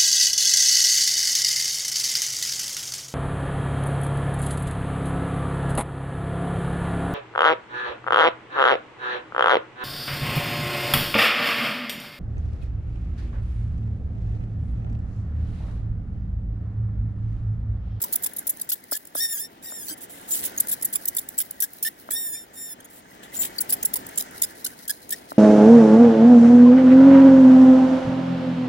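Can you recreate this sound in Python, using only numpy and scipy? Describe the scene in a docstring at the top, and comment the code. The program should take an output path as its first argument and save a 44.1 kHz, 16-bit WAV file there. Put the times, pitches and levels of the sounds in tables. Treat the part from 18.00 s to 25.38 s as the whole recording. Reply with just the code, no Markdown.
"""Shrill, paired chirps of a hand drill: a wooden spindle rolled between the palms in a charred socket.
At every reversal the tip sticks and slips, once braking and once restarting. Turned slowly while the
hands climb back up, it squeals and creaks. Brief squeaks, whistles and a few knocks on the fireboard
break in, over crackling char, a low grind and surf on a pebble beach.
Two microphone ports a hand apart hear it all from the left."""
import sys
import numpy as np
from scipy import signal
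from scipy.fft import rfft, irfft, next_fast_len
from scipy.io import wavfile
from scipy.ndimage import uniform_filter1d, map_coordinates

SR = 44100
rng = np.random.default_rng(int(sys.argv[2]) if len(sys.argv) > 2 else 0)


def log_audio(samples):
    """Write samples as a 16-bit WAV file to the path given in sys.argv[1]."""
    # one column per channel
    frames = np.atleast_2d(samples).T
    # limit to full scale, then quantise
    limited = np.clip(frames, -1, 1)
    pcm = np.round(limited * 32767).astype(np.int16)
    wavfile.write(sys.argv[1], SR, pcm)


N = 325458

# The spindle's bright, broad tone colour. Each row: frequency in Hz, level in dB.
SPINDLE_SPECTRUM = [(2000, -43), (5500, -9), (6800, -6.5), (8000, -6), (9000, -1.5), (10300, -3),
                    (11200, -3), (12300, 2.5), (13500, 0.5), (15300, 12), (16500, -7.5)]
# Long squeals, one list each. Each row: time in seconds, pitch in Hz, relative levels of the high
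# and of the low overtones in dB.
SQUEAL_PHRASES = [
    [(1.165, 1667, -37, -31.5), (1.187, 1674, -31.5, -44), (1.209, 1837, -33, -30),
     (1.255, 1835, -27, -29.5), (1.277, 1814, -38, -49), (1.329, 1817, -30, -40), (1.365, 1665, -37.5, -57),
     (1.377, 1533, -37, -42), (1.405, 1771, -34, -52), (1.455, 1825, -44, -40), (1.48, 1810, -62, -63)],
    [(1.62, 1899, -65, -67), (1.632, 1869, -46.5, -65), (1.648, 1831, -42.5, -52),
     (1.688, 1913, -42.5, -43.5), (1.698, 1765, -43, -54), (1.752, 1868, -40.5, -54.5),
     (1.834, 1664, -41.5, -55), (1.854, 1367, -39.5, -54), (1.908, 1605, -37.5, -46),
     (1.94, 1564, -41, -57), (1.95, 1541, -70, -76)],
    [(4.103, 1555, -54, -53), (4.107, 1566, -33, -40), (4.139, 1770, -32.5, -55), (4.169, 1832, -35, -32.5),
     (4.181, 1853, -33, -41), (4.283, 1804, -36.5, -54), (4.315, 1735, -39, -70), (4.341, 1767, -33.5, -43),
     (4.375, 1822, -45.5, -44.5), (4.439, 1774, -50, -62), (4.465, 1750, -74, -77)],
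    [(4.53, 1710, -65, -64), (4.534, 1748, -53, -69), (4.542, 1910, -49.5, -92), (4.576, 1790, -43, -46),
     (4.584, 1833, -41, -52), (4.662, 1820, -40.5, -54), (4.714, 1747, -41, -51), (4.732, 1756, -41, -52),
     (4.74, 1680, -51, -66), (4.75, 1723, -78, -75)],
]
# Fader moves of the two beds. Each row: time in seconds, relative surf and grinding levels in dB.
BED_LEVELS = [(0.0, -51, -54), (0.2, -51, -52.5), (1.01, -58.5, -61), (1.35, -57.5, -61.5),
              (1.44, -56, -64.5), (1.99, -52.5, -57.5), (2.49, -47.5, -49), (3.35, -54.5, -55),
              (3.82, -54.5, -58), (4.36, -55, -60.5), (5.08, -54.5, -57), (5.41, -47.5, -49.5),
              (5.92, -47.5, -51), (6.27, -49, -48.5), (6.86, -54, -57.5), (7.38, -50, -61)]


def chirps(ring_hz=11320, bite_s=.003, skirt_db=-23, lead_s=.0011, tail_s=.026):
    """The tip bites and rasps; its pitch slides onto a spindle mode, holds there and slides off."""
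    # Tone colour of the low rasp. Each row: frequency in Hz, level in dB.
    rasp_spectrum = [(900, -19), (1600, 5), (2400, 3), (3300, 3.5), (4200, -3), (5300, 8.5), (6300, -17.5),
                     (8000, -47)]
    t = np.arange(N) / SR
    high_gain, low_gain, ring_gain = np.zeros((3, N))
    pitch = np.full(N, float(ring_hz))
    for start, length, db, low_db, ring_share, glide in chirp_train():
        hz = ring_hz * (1 + .0087 * rng.standard_normal())
        near = slice(max(int((start - .05) * SR), 0), int((start + length + .19) * SR))
        age = t[near] - start
        progress = 2 * age / max(length, .002) - 1  # -1 at the start, 1 at the end
        grip = np.clip(age / bite_s + .5, 0, 1) * np.clip(1.15 - progress, 0, 1)
        fade = np.minimum(age / lead_s, 0) + np.minimum((length - age) / tail_s, 0)
        skirt = amp(skirt_db) * np.exp(fade)  # lighter rubbing before and after
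        high_gain[near] += amp(db) * (grip * np.sqrt(1 - ring_share) + skirt)
        low_gain[near] += amp(db + low_db) * (grip + skirt)
        ring_gain[near] += amp(db) * grip * np.sqrt(ring_share)
        pitch[near] = np.where(grip > 0, hz * (1 + glide * np.clip(progress, -1, 1) ** 3), pitch[near])
    rasp = palm_damping(spread(slips(1900, scatter=.45, size_db=4, ring_s=.0013)), depth_db=6.5)
    phase = phase_of(pitch * (1 + .028 * wobble(1500)))
    sway = .7 * stereo_wobble(100)  # the swaying spindle changes its path to each port
    ring = unit(np.sin(phase + sway) * amp(.32 * wobble(400)))
    # half-regular slips give the rasp a woody pitch
    slip_phase = phase_of(1700 * (1 + .03 * wobble(120) + .075 * wobble(1500)))
    groan = unit(np.sin(2 * slip_phase) + np.sin(3 * slip_phase))
    woody = np.sqrt(.6) * wooden(rasp, rasp_spectrum) + np.sqrt(.4) * groan
    return high_gain * wooden(rasp, SPINDLE_SPECTRUM) + amp(-2.5) * low_gain * woody + ring_gain * ring


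def chirp_train(pause_s=.013, light_db=-41, pressed_db=-10.5, brake_glide=-.15, rise_glide=.0567):
    """Cue the chirps: hand pressure shortens the standstill and coarsens the restart."""
    # The palms reverse. Each row: restart in seconds, pressure 0-1, braking length in seconds and
    # level in dB, restart length in seconds and level in dB, ringing share of the restart 0-1.
    reversals = [(0.038, .7, 0.016, -24.5, 0.013, -23.5, 0), (0.156, 0.34, 0.021, -24.5, 0.01, -19, 0.5),
                 (0.26, 0.75, 0.023, -23.5, 0.017, -24, 0), (.385, 0.17, 0.0094, -25.5, .012, -26, 0.77),
                 (0.493, 0.4, 0.015, -23.5, 0.019, -20, 0.82), (.614, 0.08, .005, -31, 0.01, -23.5, 0.71),
                 (0.719, 0.71, 0.024, -24, 0.026, -21, .45), (0.926, 0.85, .01, -24, 0.05, -24.5, 0.03),
                 (1.175, 0.66, 0.02, -26.5, .018, -30, .1), (2.601, 0, .012, -25.5, .01, -13, 0.72),
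                 (2.713, 0.64, .023, -25, .032, -22, .65), (2.847, 0.18, 0.012, -25, .015, -17.5, 0.88),
                 (2.952, 0.74, 0.02, -23, 0.018, -23.5, 0.06), (3.075, 0, 0.0065, -23, 0.021, -23.5, 0.02),
                 (3.184, 0.45, 0.0093, -18.5, 0.013, -20.5, 0.24),
                 (3.402, 0.94, 0.0208, -22, 0.025, -24, 0.26), (3.622, 0.86, 0.016, -23, 0.031, -22, .3),
                 (3.848, 0.9, 0.019, -23, 0.043, -26.5, 0.3),
                 (5.606, 0.08, 0.0111, -27, 0.0175, -19.5, 0.68),
                 (5.724, 0.68, .026, -21.5, 0.022, -16, 0.83), (5.85, 0.03, 0.0094, -22, .016, -15.5, 0.91),
                 (5.957, 0.51, 0.014, -18.5, 0.02, -22.5, .2), (6.193, 0.82, .014, -18, .026, -25.5, 0.53),
                 (6.431, .85, 0.0094, -15, 0.022, -21.5, 0), (6.662, 0.63, 0.011, -18.5, 0.014, -22.5, .2),
                 (6.896, 0.57, .011, -21, .018, -19, 0.15), (7.121, 0.77, 0.012, -22, 0.019, -22, .4)]
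    # The tip catches for an instant between chirps. Each row: start in seconds, level in dB.
    catches = [(0.223, -32), (.334, -35.5), (0.571, -39), (.839, -42), (1.052, -39), (1.072, -33.5),
               (2.671, -28), (2.813, -34), (3.149, -31), (3.288, -24.5), (3.509, -30.5), (3.733, -36.5),
               (6.066, -29), (6.089, -34), (6.158, -32), (6.222, -27), (6.309, -35.5), (6.553, -42),
               (7.092, -29), (7.326, -40)]
    # Each cue: start and length in seconds, level and relative low rasp in dB, ringing share,
    # glide as a share of the pitch.
    train = [(start, .00498, db, light_db, .08, rise_glide) for start, db in catches]
    for restart, pressure, brake_s, brake_db, restart_s, restart_db, ring_share in reversals:
        brake_at = restart - pause_s * (1 - .93 * pressure) - brake_s
        rasp_db = light_db + pressure * (pressed_db - light_db)
        train.append((brake_at, brake_s, brake_db, -24.5, .17, brake_glide))
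        train.append((restart, restart_s, restart_db, rasp_db, ring_share, rise_glide))
    return train


def squeals():
    """Turned slowly, the tip slips steadily: a stack of overtones that frays when the grip is uneven."""
    # Tone colours of the squeal's high and low voices. Each row: frequency in Hz, level in dB.
    high_spectrum = [(5500, -13), (6600, -1.5), (7300, 4.5), (9100, -2), (10900, 8.5), (12700, -3.5),
                     (14600, 6), (16500, 1.5)]
    low_spectrum = [(1000, -10), (1750, -5), (3650, -0.5), (5450, 7.5), (6000, 5), (7000, -11)]
    gate, course_hz, high_db, low_db = phrases(SQUEAL_PHRASES)
    glide_hz = uniform_filter1d(course_hz, size=900)
    rough = roughness(glide_hz)
    waver = 1 + .003 * wobble(60) + .011 * rough * wobble(150) + (.003 + .013 * rough) * wobble(1600)
    pitch = glide_hz * waver
    phase = phase_of(pitch)
    stack = np.zeros((2, N))
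    for k in range(1, 10):
        favour_db = 2.2 * wobble(22) + 1.5 * stereo_wobble(15)  # turning favours changing overtones
        flutter_db = (1 + 3.5 * rough) * wobble(300)
        drift = .55 * stereo_wobble(12) * min(k / 4, 1)
        stack += amp(favour_db + flutter_db) * np.sin(k * phase + drift)
    scrape = palm_damping(spread(slips(pitch, scatter=.38, size_db=5.5, ring_s=.00025)), depth_db=9)

    def voice(spectrum, fray):
        return np.sqrt(1 - fray) * coloured(stack, spectrum) + np.sqrt(fray) * coloured(scrape, spectrum)

    high = amp(high_db + 6) * voice(high_spectrum, rough ** 1.5)
    low = amp(low_db + 1.5) * voice(low_spectrum, rough ** 2)
    return gate * (high + low)


def roughness(pitch, clean_hz=1820, break_sag_hz=350):
    """A squeal bites roughly and settles; it frays again whenever its pitch sags."""
    # The grip in each squeal. Each row: settling time in seconds, roughness that stays 0-1.
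    grips = [(.04, .18), (.12, .24), (.055, .08), (.06, .05)]
    settling = []
    for rows, (settle_s, rest) in zip(SQUEAL_PHRASES, grips):
        start, end = rows[0][0], rows[-1][0]
        settling += [(start, .85), (start + settle_s, rest), (end, rest)]
    sag = np.maximum(clean_hz - pitch, 0) / break_sag_hz
    return np.clip(curves(settling)[0] + sag ** 2, 0, 1)


def creaks():
    """As the palms take a new hold, the slips slow down into a grainy creak."""
    # One list per creak. Each row: time in seconds, relative levels of bright edge and body in dB.
    creak_phrases = [
        [(1.96, -79, -79), (1.98, -45, -70), (2.002, -63, -76), (2.01, -44.5, -56), (2.046, -42, -54),
         (2.076, -75, -75), (2.104, -46, -54), (2.27, -60, -52)],
        [(2.275, -47, -55), (2.317, -25, -48), (2.329, -31, -51), (2.343, -27.5, -41), (2.421, -35.5, -54),
         (2.429, -34, -34), (2.459, -29.5, -43), (2.485, -43, -44)],
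        [(4.88, -77, -79), (4.894, -76, -79), (4.898, -63, -68), (4.904, -56, -64), (4.986, -53.5, -62),
         (5.002, -58, -62), (5.01, -76, -78), (5.02, -77, -79)],
        [(5.22, -77, -66), (5.236, -62, -41.5), (5.302, -82, -74), (5.346, -38.5, -42.5), (5.394, -46, -60),
         (5.424, -28.5, -34), (5.454, -32.5, -35), (5.5, -60, -63)],
    ]
    # Pace of the slips, which nearly stall once. Each row: time in seconds, slips per second.
    slip_rates = [(2.04, 550), (2.1, 390), (2.355, 510), (2.42, 140), (2.45, 900), (4.89, 640)]
    # The creak's woody body. Each row: frequency in Hz, level in dB.
    body_spectrum = [(1200, -22), (2200, -0.5), (2800, 2), (3500, -0.5), (4400, -7.5), (5300, -7.5),
                     (7500, -5)]
    gate, edge_db, body_db = phrases(creak_phrases)
    rate = curves(slip_rates)[0] * np.exp(.12 * wobble(25))
    ticks = spread(slips(rate, scatter=.12, size_db=2, ring_s=.0007))
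    ticks *= np.sqrt(np.mean(rate) / rate)  # sparser slips hit harder
    ticks = palm_damping(ticks, depth_db=2.5)
    edge = amp(edge_db + 4) * wooden(ticks, SPINDLE_SPECTRUM)
    body = amp(body_db - 2) * wooden(ticks, body_spectrum)
    return gate * (edge + body)


def squeaks(rise=.0344, third_db=5):
    """A hard-pressed stroke ends in a brief squeak that bends upward."""
    # Each row: start and length in seconds, level in dB, centre pitch in Hz, relative overtones in dB.
    cues = [(.038, .02, -35, 980, -22), (.26, 0.0086, -35.5, 1046, -11), (.716, 0.0076, -42, 1448, 12.5),
            (0.936, 0.04, -44, 1710, -21), (1.905, 0.033, -44.5, 307.8, -8), (2.951, 0.015, -36, 1106, -30),
            (3.182, .0074, -33.5, 3580, -9), (3.624, 0.028, -41, 1630, -12),
            (3.845, 0.0464, -32.5, 1805, -1.5), (4.802, 0.0098, -55.5, 3190, 11),
            (4.842, 0.021, -62.5, 3340, 19.5), (5.957, .012, -32.5, 993, -14),
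            (6.659, 0.013, -40.5, 1494, 9), (6.89, .029, -35, 1662, 3.5), (7.118, 0.0323, -36.5, 1830, -1)]
    out, waver = np.zeros(N), 1 + .022 * wobble(1200)
    for start, length, db, hz, overtone_db in cues:
        start_hz, end_hz = hz * (1 - rise), hz * (1 + rise)
        n, at = int(length * SR), int(start * SR)
        phase = phase_of(np.linspace(start_hz, end_hz, n) * waver[at:at + n])
        overtones = sum(amp(third_db * (k == 3)) * np.sin(k * phase)
                        for k in range(2, 6) if k * end_hz < SR / 2)
        tone = unit(np.sin(phase)) + amp(overtone_db) * unit(overtones)
        out[at:at + n] += amp(db) * signal.windows.tukey(n, .5) * tone
    return out


def whistles(left_lead_db=6):
    """One spindle mode takes over the friction and sings with its octave."""
    # Each row: start and length in seconds, level in dB, first and last pitch in Hz,
    # octave against the fundamental in dB.
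    cues = [(2.316, .03, -23.5, 7220, 7220, -6), (2.578, 0.01, -25.5, 6880, 6360, -15),
            (5.363, .022, -29.5, 7040, 7360, -7), (5.385, 0.049, -22.5, 7220, 7380, 0.5),
            (5.584, 0.01, -24, 4650, 4450, -13.5)]
    out, waver = np.zeros(N), 1 + .0055 * wobble(1200)
    for start, length, db, start_hz, end_hz, octave_db in cues:
        n, at = int(length * SR), int(start * SR)
        phase = phase_of(np.linspace(start_hz, end_hz, n) * waver[at:at + n])
        tone = unit(np.sin(phase) + amp(octave_db) * np.sin(2 * phase))
        out[at:at + n] += amp(db) * signal.windows.tukey(n, .5) * tone
    return out * amp(left_lead_db * np.array([[.5], [-.5]]))


def knocks():
    """The spindle knocks in its socket: dull blows on a board that foot and stone damp at once."""
    # Each row: start in seconds, level in dB.
    blows = [(0.9224, -15.5), (1.1532, -17), (1.722, -26.5), (4.0892, -22), (7.3191, -18.5)]
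    # Fireboard modes. Each row: frequency in Hz, level in dB, seconds to die away by 60 dB.
    board_modes = [(277, -16.5, 0.062), (608, -4, 0.025), (1070, 4.5, 0.0097), (1400, 1.5, 0.0057)]
    out, t = np.zeros(N + SR), np.arange(SR // 10) / SR
    for start, db in blows:
        ring = sum(amp(level + rng.normal(0, 1) - 60 * t / t60) * np.sin(2 * np.pi * hz * t) * (-1) ** k
                   for k, (hz, level, t60) in enumerate(board_modes))
        out[round(start * SR):][:len(t)] += amp(db) * ring / np.max(abs(ring))
    return out[:N]


def dust(level_db):
    """Fine crackle of char between the chirps."""
    # The char's hissy tone colour. Each row: frequency in Hz, level in dB.
    spectrum = [(2000, -58), (4000, 4), (7500, -2.5), (9000, 0), (11000, 9), (13000, 2), (15500, 9.5)]
    grains = palm_damping(spread(slips(2500, scatter=.5, size_db=3, ring_s=.0012)), depth_db=1.5)
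    return amp(level_db + 3.9 * wobble(33)) * coloured(grains, spectrum)


def passes(idle_db=-60.5, fade_s=.086):
    """Dust level and friction treble, in dB, drift as the palms work their way down the spindle."""
    # Each row: start and end in seconds, first and last dust level in dB, first and last treble in dB.
    descents = [(0, 1.4, -43.5, -56, 2.5, 0), (2.32, 4.056, -40, -54.5, 0.5, 3),
                (5.35, 7.45, -47.5, -45, 1, -6)]
    rows = []
    for start, end, dust_from, dust_to, treble_from, treble_to in descents:
        rows += [(start - fade_s, idle_db, treble_from), (start, dust_from, treble_from),
                 (end, dust_to, treble_to), (end + fade_s, idle_db, treble_to)]
    return curves(rows)


def grinding():
    """The running spindle grinds in its socket: dense slips blur into a quiet bed."""
    # The grind's midrange colour. Each row: frequency in Hz, level in dB.
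    spectrum = [(300, -23), (900, -6.5), (1400, 1), (2000, 2.5), (2600, -13), (4000, -15), (7000, -9),
                (16000, -30)]
    _, level_db = curves(BED_LEVELS)
    grains = palm_damping(spread(slips(2500, scatter=.34, size_db=0, ring_s=.0029)), depth_db=4)
    return amp(level_db + 1 + .58 * wobble(16)) * coloured(grains, spectrum)


def surf():
    """Surf washes behind the drill as dark, swelling noise."""
    # Tone colour of the wash. Each row: frequency in Hz, level in dB.
    spectrum = [(20, -20), (48, -4), (90, -3), (150, -1), (260, 5.5), (400, 1), (600, -0.5), (900, 0),
                (1400, -11), (3000, -11), (16000, -40)]
    level_db, _ = curves(BED_LEVELS)
    return amp(level_db + 3.5 + wobble(10)) * coloured(spread(rng.standard_normal((2, N))), spectrum)


def slips(rate, scatter, size_db, ring_s):
    """Uneven slips, about rate a second; each shakes the wood into a noise burst, in two channels."""
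    count = np.floor(np.cumsum(rate * np.exp(scatter * wobble(700))) / SR)
    kicks = np.diff(count, prepend=0) * amp(size_db * rng.standard_normal(N))
    shake = signal.lfilter([1], [1, -np.exp(-1 / (ring_s * SR))], kicks)
    return shake * rng.standard_normal((2, N))


def wooden(x, spectrum):
    """Play x through a broad spectrum and the spindle's resonances, at rms 1."""
    # The spindle's peaks and notches. Each row: centre and width in Hz, boost or cut in dB.
    resonances = [(3650, 1600, 10.5), (4500, 440, 1), (5700, 110, 0), (7550, 1080, 8), (7570, 540, 5.5),
                  (9500, 380, 3.5), (8880, 120, -2), (10905, 425, 17), (11930, 320, -13), (17000, 360, -11)]
    peaks = lambda hz: 1 + sum((amp(db) - 1) / (1 + (2 * (hz - centre) / width) ** 2)
                               for centre, width, db in resonances)
    return unit(filtered(x, lambda hz: amp(along(spectrum, hz)) * peaks(hz)))


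def palm_damping(x, depth_db):
    """The moving palms damp the wood in ever different narrow bands."""
    bands = signal.stft(x, nperseg=512)[2]
    field = uniform_filter1d(rng.standard_normal(bands.shape), size=3, axis=1)  # across frequency
    field = uniform_filter1d(field, size=4, axis=2)  # across time
    return unit(signal.istft(bands * amp(depth_db * unit(field)), nperseg=512)[1][:, :N])


def spread(pair):
    """Mix two unrelated signals to a partly alike left and right."""
    # Stereo image. Each row: frequency in Hz, left-right likeness 0-1.
    likeness = [(50, 0.74), (200, 0.98), (1000, 0.86), (2000, 0.93), (3000, 0.057), (16000, 0.82)]
    angle = lambda hz: np.arccos(np.clip(along(likeness, hz), -1, 1)) / 2
    mid, side = filtered(pair, lambda hz: np.array([np.cos(angle(hz)), np.sin(angle(hz))]))
    return np.array([mid + side, mid - side])


def microphone_ports(x):
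    """Sound reaches the left port first and bends round the housing, which shades each port's bands."""
    # The housing's shade. Each row: frequency in Hz, left minus right in dB.
    balance = [(1000, 1), (1600, -4), (2200, 0.5), (3200, 9), (5000, 7), (6500, -2), (7300, -0.5),
               (9000, 5.5), (10600, -7), (11400, 2), (12800, 3.5), (15800, -4.5)]
    # The way round the housing. Each row: frequency in Hz, lag of the right port in milliseconds.
    lag = [(250, 0.43), (600, 0.4), (1000, 0.46), (1750, 0.54), (3600, 0.575), (5500, 0.566),
           (7200, 0.4545), (9100, 0.539), (10000, 0.5283), (11200, 0.4974), (12500, 0.4675), (15500, 0.424)]
    side = np.array([[.5], [-.5]])

    def response(hz):
        shade = amp(side * along(balance, hz))
        delay = np.exp(2j * np.pi * hz * side * along(lag, hz) / 1000)
        return shade / np.sqrt(np.mean(shade ** 2, axis=0)) * delay

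    return filtered(x, response)


def amp(db):
    """Decibels to gain."""
    return 10 ** (np.asarray(db) / 20)


def unit(x):
    """x at rms 1."""
    return x / np.sqrt(np.mean(x ** 2) + 1e-20)


def phase_of(hz):
    """Running phase of a pitch curve, in radians."""
    return 2 * np.pi * np.cumsum(hz) / SR


def along(points, hz):
    """Read (Hz, value) points along a log frequency axis."""
    freqs, values = np.transpose(points)
    return np.interp(np.log(hz + 1), np.log(freqs + 1), values)


def curves(rows):
    """One automation curve for each column after the time."""
    times, *columns = np.transpose(rows)
    return [np.interp(np.arange(N) / SR, times, column) for column in columns]


def phrases(tables, fade_s=.0046):
    """A gate that is open during each phrase, then the curves through all the phrases."""
    t = np.arange(N) / SR
    gate = sum(np.clip(np.minimum(t - rows[0][0], rows[-1][0] - t) / fade_s, 0, 1) for rows in tables)
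    return [gate] + curves([row for rows in tables for row in rows])


def wobble(rate):
    """A smooth random curve, rate knots a second."""
    knots = rng.standard_normal(N // 4)
    return map_coordinates(knots[:int(N * rate / SR) + 4], [np.arange(N) * rate / SR], mode="mirror")


def stereo_wobble(rate):
    """A separate wobble for left and right."""
    return np.array([wobble(rate), wobble(rate)])


def filtered(x, response):
    """x through a complex frequency response."""
    size = next_fast_len(N + 8192)
    return irfft(rfft(x, size) * response(np.fft.rfftfreq(size, 1 / SR)), size)[..., :N]


def coloured(x, spectrum):
    """x through a spectrum, at rms 1."""
    return unit(filtered(x, lambda hz: amp(along(spectrum, hz))))


def scene():
    """Mix the drill over the surf; the friction's treble drifts with each pass of the hands."""
    dust_db, treble_db = passes()
    friction = chirps() + creaks() + dust(dust_db)
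    treble = filtered(friction, lambda hz: np.clip((hz - 8500) / 5000, 0, 1))
    friction += (amp(treble_db) - 1) * treble
    return microphone_ports(friction + squeals() + squeaks() + whistles() + knocks() + surf() + grinding())


def record(dry):
    """Cut everything above 16 kHz."""
    return filtered(dry, lambda hz: hz < 16000)


dry = scene()
out = record(dry)
log_audio(out)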